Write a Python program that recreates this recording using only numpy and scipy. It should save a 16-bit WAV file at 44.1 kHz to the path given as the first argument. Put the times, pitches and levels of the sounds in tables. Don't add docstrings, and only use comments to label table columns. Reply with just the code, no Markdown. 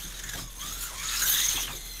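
import sys
import numpy as np
from scipy import signal
from scipy.fft import rfft, irfft
from scipy.io import wavfile
from scipy.ndimage import uniform_filter1d

SR = 44100
rng = np.random.default_rng(int(sys.argv[2]) if len(sys.argv) > 2 else 0)


def transcribe(u):
    v = np.clip(np.atleast_2d(u).T, -1, 1)
    q = np.round(v * 32767).astype(np.int16)
    wavfile.write(sys.argv[1], SR, q)


def invert_db(x):
    u = np.asarray(x, float) / 20
    return 10 ** u


N = 88200

# (time [s], mesh rate [Hz], whine [dB], overtones [dB], blur [Hz])
GEAR_MESH = [(0, 1550, -56, -64, 350), (.31, 1720, -47, -62, 300), (.4, 1285, -62, -45, 40),
             (.5, 1080, -52, -62, 50), (.555, 980, -64, -64, 50), (.61, 1070, -47, -42, 60),
             (.7, 1290, -47, -44, 70), (.88, 1450, -47, -46, 50), (.9, 1100, -51, -56, 90),
             (.98, 1060, -47, -44, 70), (1.05, 1290, -44, -44, 60), (1.18, 1380, -41, -42, 90),
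             (1.36, 1720, -36, -46, 220), (1.47, 2100, -40, -50, 150), (1.67, 3200, -46, -56, 120),
             (1.685, 2660, -41, -58, 150), (1.78, 2105, -53, -52, 75), (2, 2030, -53, -46, 45)]
# (multiple, level [dB])
OVERTONES = [(2, 5), (3, -1.5), (4, -4.5), (5, -7), (6, -4)]
# (pitch [Hz], width [Hz], level [dB])
GEAR_PANELS = [(2200, 120, -13), (3400, 300, 0), (4150, 150, -4), (5150, 250, -3), (6750, 550, 0)]
# (time [s], nearness [dB], facing the microphone [dB], tyre slide [dB])
PASS_BY = [(0, -38, -8.5, -4.5), (.13, -45.5, -5, 4), (.22, -41, -10.5, -1), (.41, -41, -3.5, 4),
           (.455, -47, -2, -1), (.575, -48.5, 4.5, -2.5), (.62, -39, -7, 0.5), (.78, -40.5, -2, 1),
           (.84, -44.5, 13, 7), (.89, -44, 0, 4), (.96, -45.5, -2, 7.5), (1.08, -34.5, -19, 4),
           (1.18, -34.5, -4, 8), (1.3, -29, 2, -2.5), (1.4, -24.5, -12, -2.5), (1.62, -31.5, -10.5, -0.5),
           (1.7, -39.5, -7, 2), (1.79, -41.5, -1.5, -3.5)]
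# (pitch [Hz], width [Hz], level [dB])
SHELL_MODES = [(3594, 1070, 2.5), (6400, 1100, 4.5), (9050, 570, -5), (10630, 230, -20),
               (12600, 270, -11.5)]
# (frequency [Hz], density [dB per Hz])
BRAID_FIZZ = [(6000, -12.5), (8000, -2.5), (9000, -6), (10200, -0.5), (12000, 5), (13300, 5.5), (14500, 8),
              (15700, -3.5)]
# (frequency [Hz], density [dB per Hz])
TYRE_RASP = [(200, -13), (700, -17.5), (1100, -1), (1750, 4.5), (2750, -1), (5100, 4), (8000, 1),
             (16000, -18.5)]
# (frequency [Hz], density [dB per Hz])
BOARD_ROLL = [(50, -21), (100, 4), (180, -3.5), (350, -7.5), (800, -12), (1500, -14), (3000, -13.5),
              (6000, -20)]
# (time [s], level [dB])
RUMBLE_SWELL = [(0, 0), (.2, 1.5), (.35, 3.5), (.5, -3), (.65, 5), (.83, -3), (1.1, 3), (1.35, 1), (1.6, 3),
                (1.85, 0.5), (2, -4)]
# (time [s], pitch ratio)
SHELL_TWIST = [(0, 0.99), (.45, 1.024), (.6, 0.98), (.84, 1.02), (1.1, 1.033), (1.3, 1.03), (1.62, 0.98),
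               (1.72, 1.065), (2, 0.95)]
# (time [s], loss [dB], length [s])
LULLS = [(0.132, -1.5, 0.039), (0.203, -7, .03), (0.465, -7.5, 0.038), (0.533, -10, .02),
         (0.886, -2, 0.1), (1.658, -6.5, .03), (1.75, -6, 0.1), (1.862, -2, .13)]
# (time [s], level [dB], length [s])
JOINT_RATTLES = [(0.03, -40, 0.033), (0.188, -38, 0.024), (0.2357, -37, 0.013), (0.29, -33.5, 0.011),
                 (0.331, -39, 0.025), (0.374, -42.5, 0.011), (0.542, -57, 0.0074), (0.598, -42, 0.018),
                 (0.816, -48, .02), (1.033, -38, 0.031), (1.295, -28, 0.0065), (1.389, -30, 0.009),
                 (1.43, -28, 0.011), (1.49, -27, 0.013), (1.52, -31.5, 0.011), (1.751, -38.5, 0.03)]
# (time [s], level
# [dB], length [s], pitch [Hz])
BRIEF_RINGS = [(.033, -49, 0.022, 6500), (.14, -46, 0.027, 3840), (.192, -50, 0.017, 1860),
               (.2354, -41.5, 0.023, 1740), (.236, -40.5, 0.015, 7000), (.2927, -39.5, 0.0079, 1710),
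               (.293, -42, 0.0074, 3900), (.3326, -41, 0.021, 1650), (.333, -45, 0.016, 6080),
               (.373, -42.5, 0.019, 3240), (.39, -50.5, 0.088, 5100), (.4, -48, 0.02, 3900),
               (.4, -48, 0.058, 6400), (.475, -47, .02, 6600), (.49, -57, 0.041, 3500),
               (.554, -50, 0.053, 6390), (.555, -54, 0.024, 11000), (.602, -43.5, .045, 3290),
               (.6085, -42, .015, 6290), (.675, -40, 0.026, 6550), (.71, -43.5, 0.063, 6550),
               (.805, -38, 0.016, 6930), (.825, -43.5, 0.051, 7050), (.98, -53, 0.041, 6800),
               (1.05, -37, 0.047, 6750), (1.085, -36, 0.022, 3800), (1.165, -36, 0.014, 3850),
               (1.17, -33.5, 0.017, 5200), (1.21, -33, 0.018, 4000), (1.217, -29.5, 0.037, 6600),
               (1.25, -36.5, 0.022, 7500), (1.255, -32, 0.028, 6000), (1.27, -38, 0.027, 4250),
               (1.297, -28, 0.016, 11500), (1.298, -33, 0.019, 6500), (1.318, -31, 0.017, 6200),
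               (1.343, -34, 0.02, 3500), (1.382, -28, 0.0083, 3700), (1.413, -32, 0.013, 3950),
               (1.44, -28.5, 0.029, 6400), (1.483, -25.5, 0.015, 6450), (1.507, -39.5, 0.022, 2950),
               (1.535, -43, .03, 6300), (1.555, -37, 0.055, 3290), (1.57, -38, 0.024, 2650),
               (1.6, -39.5, 0.047, 5950), (1.625, -40.5, 0.06, 3180), (1.72, -43.5, 0.055, 3600),
               (1.76, -39.5, .025, 6300), (1.79, -53.5, 0.23, 3400)]
# (time [s], level [dB], pitch [Hz], length [s])
BOARD_THUMPS = [(0.041, -48.5, 172, 0.045), (0.218, -48.5, 112, 0.12), (0.334, -46.5, 610, 0.11),
                (0.352, -40.5, 147, 0.088), (0.381, -38, 265, 0.028), (0.384, -43.5, 1040, 0.026),
                (0.4, -50, 159, 0.064), (0.593, -57, 203, 0.14), (0.708, -48.5, 95, 0.081),
                (0.903, -48.5, 1010, 0.058), (1.468, -62, 130, 0.07), (1.541, -42.5, 264, 0.043),
                (1.575, -40, 830, 0.034), (1.501, -48.5, 804, 0.08), (1.603, -52, 298, 0.12),
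                (1.675, -36.5, 1500, 0.016), (1.688, -42, 1130, 0.047), (1.698, -43, 142, 0.062),
                (1.727, -45.5, 340, 0.047)]
# (time [s], level [dB], length [s], pitch [Hz])
CHASSIS_DRONES = [(.64, -45.5, 0.14, 3590), (0.967, -46, 0.14, 2270), (1.098, -42.5, 0.13, 2620),
                  (1.203, -39.5, 0.13, 1580), (1.327, -34, 0.18, 3610), (1.617, -40, 0.043, 3180)]
# (pitch [Hz], level [dB], phase [turns])
VENT_HUM = [
    (41.8, -45.5, 0.61),
    (63, -62, 0.25),
    (123, -67.5, 0.041),
]
# (frequency [Hz], density [dB per Hz])
HALL_AIR = [(22, 8), (33, 8), (60, -6), (150, -10), (700, -24), (2000, -36), (6300, -40), (16000, -52)]


def curve(table, count):
    rows = np.array(table)
    return np.interp(np.arange(N) / SR, rows[:, 0], rows[:, count])


def evened(x):
    return x / np.sqrt(np.mean(x ** 2) + 1e-20)


def coloured(x, points):
    hz = np.fft.rfftfreq(N, 1 / SR)
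    f, db = np.transpose(points)
    gain = invert_db(np.interp(np.log(hz + 1), np.log(f + 1), db))
    return evened(irfft(rfft(x) * gain, N))


def drift(size):
    smooth = uniform_filter1d(rng.standard_normal(N), size)
    return evened(uniform_filter1d(smooth, size))


def resonate(x, hz, width):
    turn = np.exp(2j * np.pi * np.cumsum(hz * np.ones(len(x))) / SR)
    r = np.exp(-np.pi * abs(width) / SR)
    return 2 * (turn * signal.lfilter([(1 - r) ** 2], [1, -2 * r, r * r], x / turn)).real


def burst(start, length):
    u = (np.arange(N) / SR - start) / length
    return np.clip(u * 8, 0, 1) * np.exp(-2.5 * np.clip(u - .5, 0, 50))


def whine():
    teeth, wobble, clean = 10, .4, .25
    whine_db, chatter_db, skip_db = -2, 3.5, 4
    hz = curve(GEAR_MESH, count=1)
    blur = abs(curve(GEAR_MESH, count=4))
    turns = np.cumsum(hz * (1 + 0.0065 * drift(size=150))) / SR
    out = np.zeros(N)
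    for order, db in [(1, 0), *OVERTONES]:
        k = round(order)
        jitter = np.cumsum(.5 * blur * drift(size=80)) / SR
        fuzzy = np.sqrt(2) * np.cos(2 * np.pi * k * (turns + jitter))
        fuzzy = fuzzy * invert_db(chatter_db * drift(size=250))
        line = np.sqrt(2) * np.cos(2 * np.pi * k * turns) * invert_db(skip_db * drift(size=600))
        line = line * np.minimum(50 / blur, 1) ** 2
        if k == 1:
            gain = invert_db(curve(GEAR_MESH, count=2))
        else:
            shell = sum(invert_db(d) / (1 + (2 * (k * hz - f) / (2.8 * w)) ** 4) for f, w, d in GEAR_PANELS)
            gain = invert_db(db + curve(GEAR_MESH, count=3)) * shell
        out += gain * (clean * line + (1 - clean) * fuzzy)
    return invert_db(whine_db) * out * (1 + wobble * np.cos(2 * np.pi * turns / teeth))


def rasp():
    slide_db, shell_db, fizz_db, rumble_db = -6, -7.5, 0.5, -50.5
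    grit_per_s, grit_db, wander_hz = 2500, 3, 130
    flutter_db, patch_db, lumps_db = 1.4, 1, 1.5
    lull_share = 0.38

    grit = invert_db(grit_db * np.minimum(rng.exponential(1, N), 3)) * (rng.random(N) < grit_per_s / SR)
    grains = evened(grit * rng.standard_normal(N))
    drive = evened(grains + 2.3 * rng.standard_normal(N))

    level = invert_db(curve(PASS_BY, count=1) + lull_share * lull_loss() + flutter_db * drift(size=250))
    jolts = sum((invert_db(db) * burst(s, n)) ** 2 for s, db, n in JOINT_RATTLES)
    level = np.sqrt(level ** 2 + jolts)

    twist = curve(SHELL_TWIST, count=1)
    ring = np.zeros(N)
    for f, width, db in SHELL_MODES:
        mode = evened(resonate(drive, f * twist + wander_hz * drift(size=700), width))
        ring += invert_db(db + patch_db * drift(size=400)) * mode
    shell = invert_db(shell_db) * evened(ring)
    fizz = invert_db(fizz_db + curve(PASS_BY, count=2)) * coloured(drive, BRAID_FIZZ)
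    slide = invert_db(slide_db + curve(PASS_BY, count=3)) * coloured(drive, TYRE_RASP)

    rumble_level = invert_db(rumble_db + curve(RUMBLE_SWELL, count=1) + lumps_db * drift(size=1500))
    rumble = rumble_level * coloured(rng.standard_normal(N), BOARD_ROLL)
    return mottled(level * (shell + slide + fizz)) + rumble


def lull_loss():
    t = np.arange(N) / SR
    edge_s = 0.0032
    return sum(db * np.clip(np.minimum(t - s, s + n - t) / edge_s, 0, 1) for s, db, n in LULLS)


def mottled(x):
    dull_hz, dull_share, mottle_db = 12500, 0.99, 2
    hz, t, z = signal.stft(x, SR, nperseg=512, noverlap=384)
    patches = uniform_filter1d(rng.standard_normal(z.shape), size=6, axis=0)
    patches = evened(uniform_filter1d(patches, size=14, axis=1))
    seconds = np.arange(N) / SR
    near_db = np.interp(t, seconds, curve(PASS_BY, count=1)) + 36
    loss_db = dull_share * np.minimum(near_db, 0) + np.interp(t, seconds, lull_loss())
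    dull_db = loss_db / (1 + (dull_hz / (hz[:, None] + 1)) ** 16)
    return signal.istft(z * invert_db(mottle_db * patches + dull_db), SR, nperseg=512, noverlap=384)[1][:N]


def rings():
    ring_db, width_hz, pure, waver_hz = 4.5, 480, .55, 60
    noise = rng.standard_normal(N)
    waver = waver_hz * drift(size=120)
    out = np.zeros(N)
    for s, db, n, hz in BRIEF_RINGS:
        part = slice(round(s * SR), min(round((s + 4 * n) * SR), N))
        tone = np.sqrt(2) * np.sin(2 * np.pi * np.cumsum(hz + waver[part]) / SR)
        fuzz = evened(resonate(noise[part], hz, width_hz))
        out[part] += invert_db(db + ring_db) * burst(s, n)[part] * (pure * tone + (1 - pure) * fuzz)
    return out


def thumps():
    noise = rng.standard_normal(N)
    return sum(invert_db(db) * burst(s, n) * evened(resonate(noise, hz, 0.94 * hz))
               for s, db, hz, n in BOARD_THUMPS)


def drones():
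    noise = rng.standard_normal(N)
    q = 7.6
    return sum(invert_db(db) * burst(s, n) * evened(resonate(noise, hz, hz / q))
               for s, db, n, hz in CHASSIS_DRONES)


def room(x):
    t60_s, top_hz = .18, 6000
    t = np.arange(SR // 2) / SR
    tail = rng.standard_normal(len(t)) * invert_db(-60 * t / t60_s) * (t > .006)
    tail = signal.lfilter(*signal.butter(1, top_hz, fs=SR), tail)
    return signal.fftconvolve(x, tail / np.linalg.norm(tail))[:N]


def hall():
    air_db, swell_db, waver_hz = -56, 1.5, .7
    t = np.arange(N) / SR
    slip = np.cumsum(waver_hz * drift(size=4000)) / SR
    lowest_hz = VENT_HUM[0][0]
    hum = sum(invert_db(db) * np.sqrt(2) * np.sin(2 * np.pi * (hz * t + phase + slip * hz / lowest_hz))
              for hz, db, phase in VENT_HUM)
    air = invert_db(air_db + drift(size=2000)) * coloured(rng.standard_normal(N), HALL_AIR)
    return hum * invert_db(swell_db * drift(size=2500)) + air


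def scene():
    car = whine() + rasp() + rings() + thumps()
    mono = car + invert_db(-15) * room(car) + hall() + drones()
    return np.array([mono, mono])


def band_limit(x):
    return signal.sosfilt(signal.butter(12, 16520, fs=SR, output="sos"), x)


def record(dry):
    edge = signal.firwin(801, 15700, window=("kaiser", 10), fs=SR)[None]
    mix = signal.oaconvolve(dry, edge, "same")
    return band_limit(mix)


dry = scene()
out = record(dry)
transcribe(out)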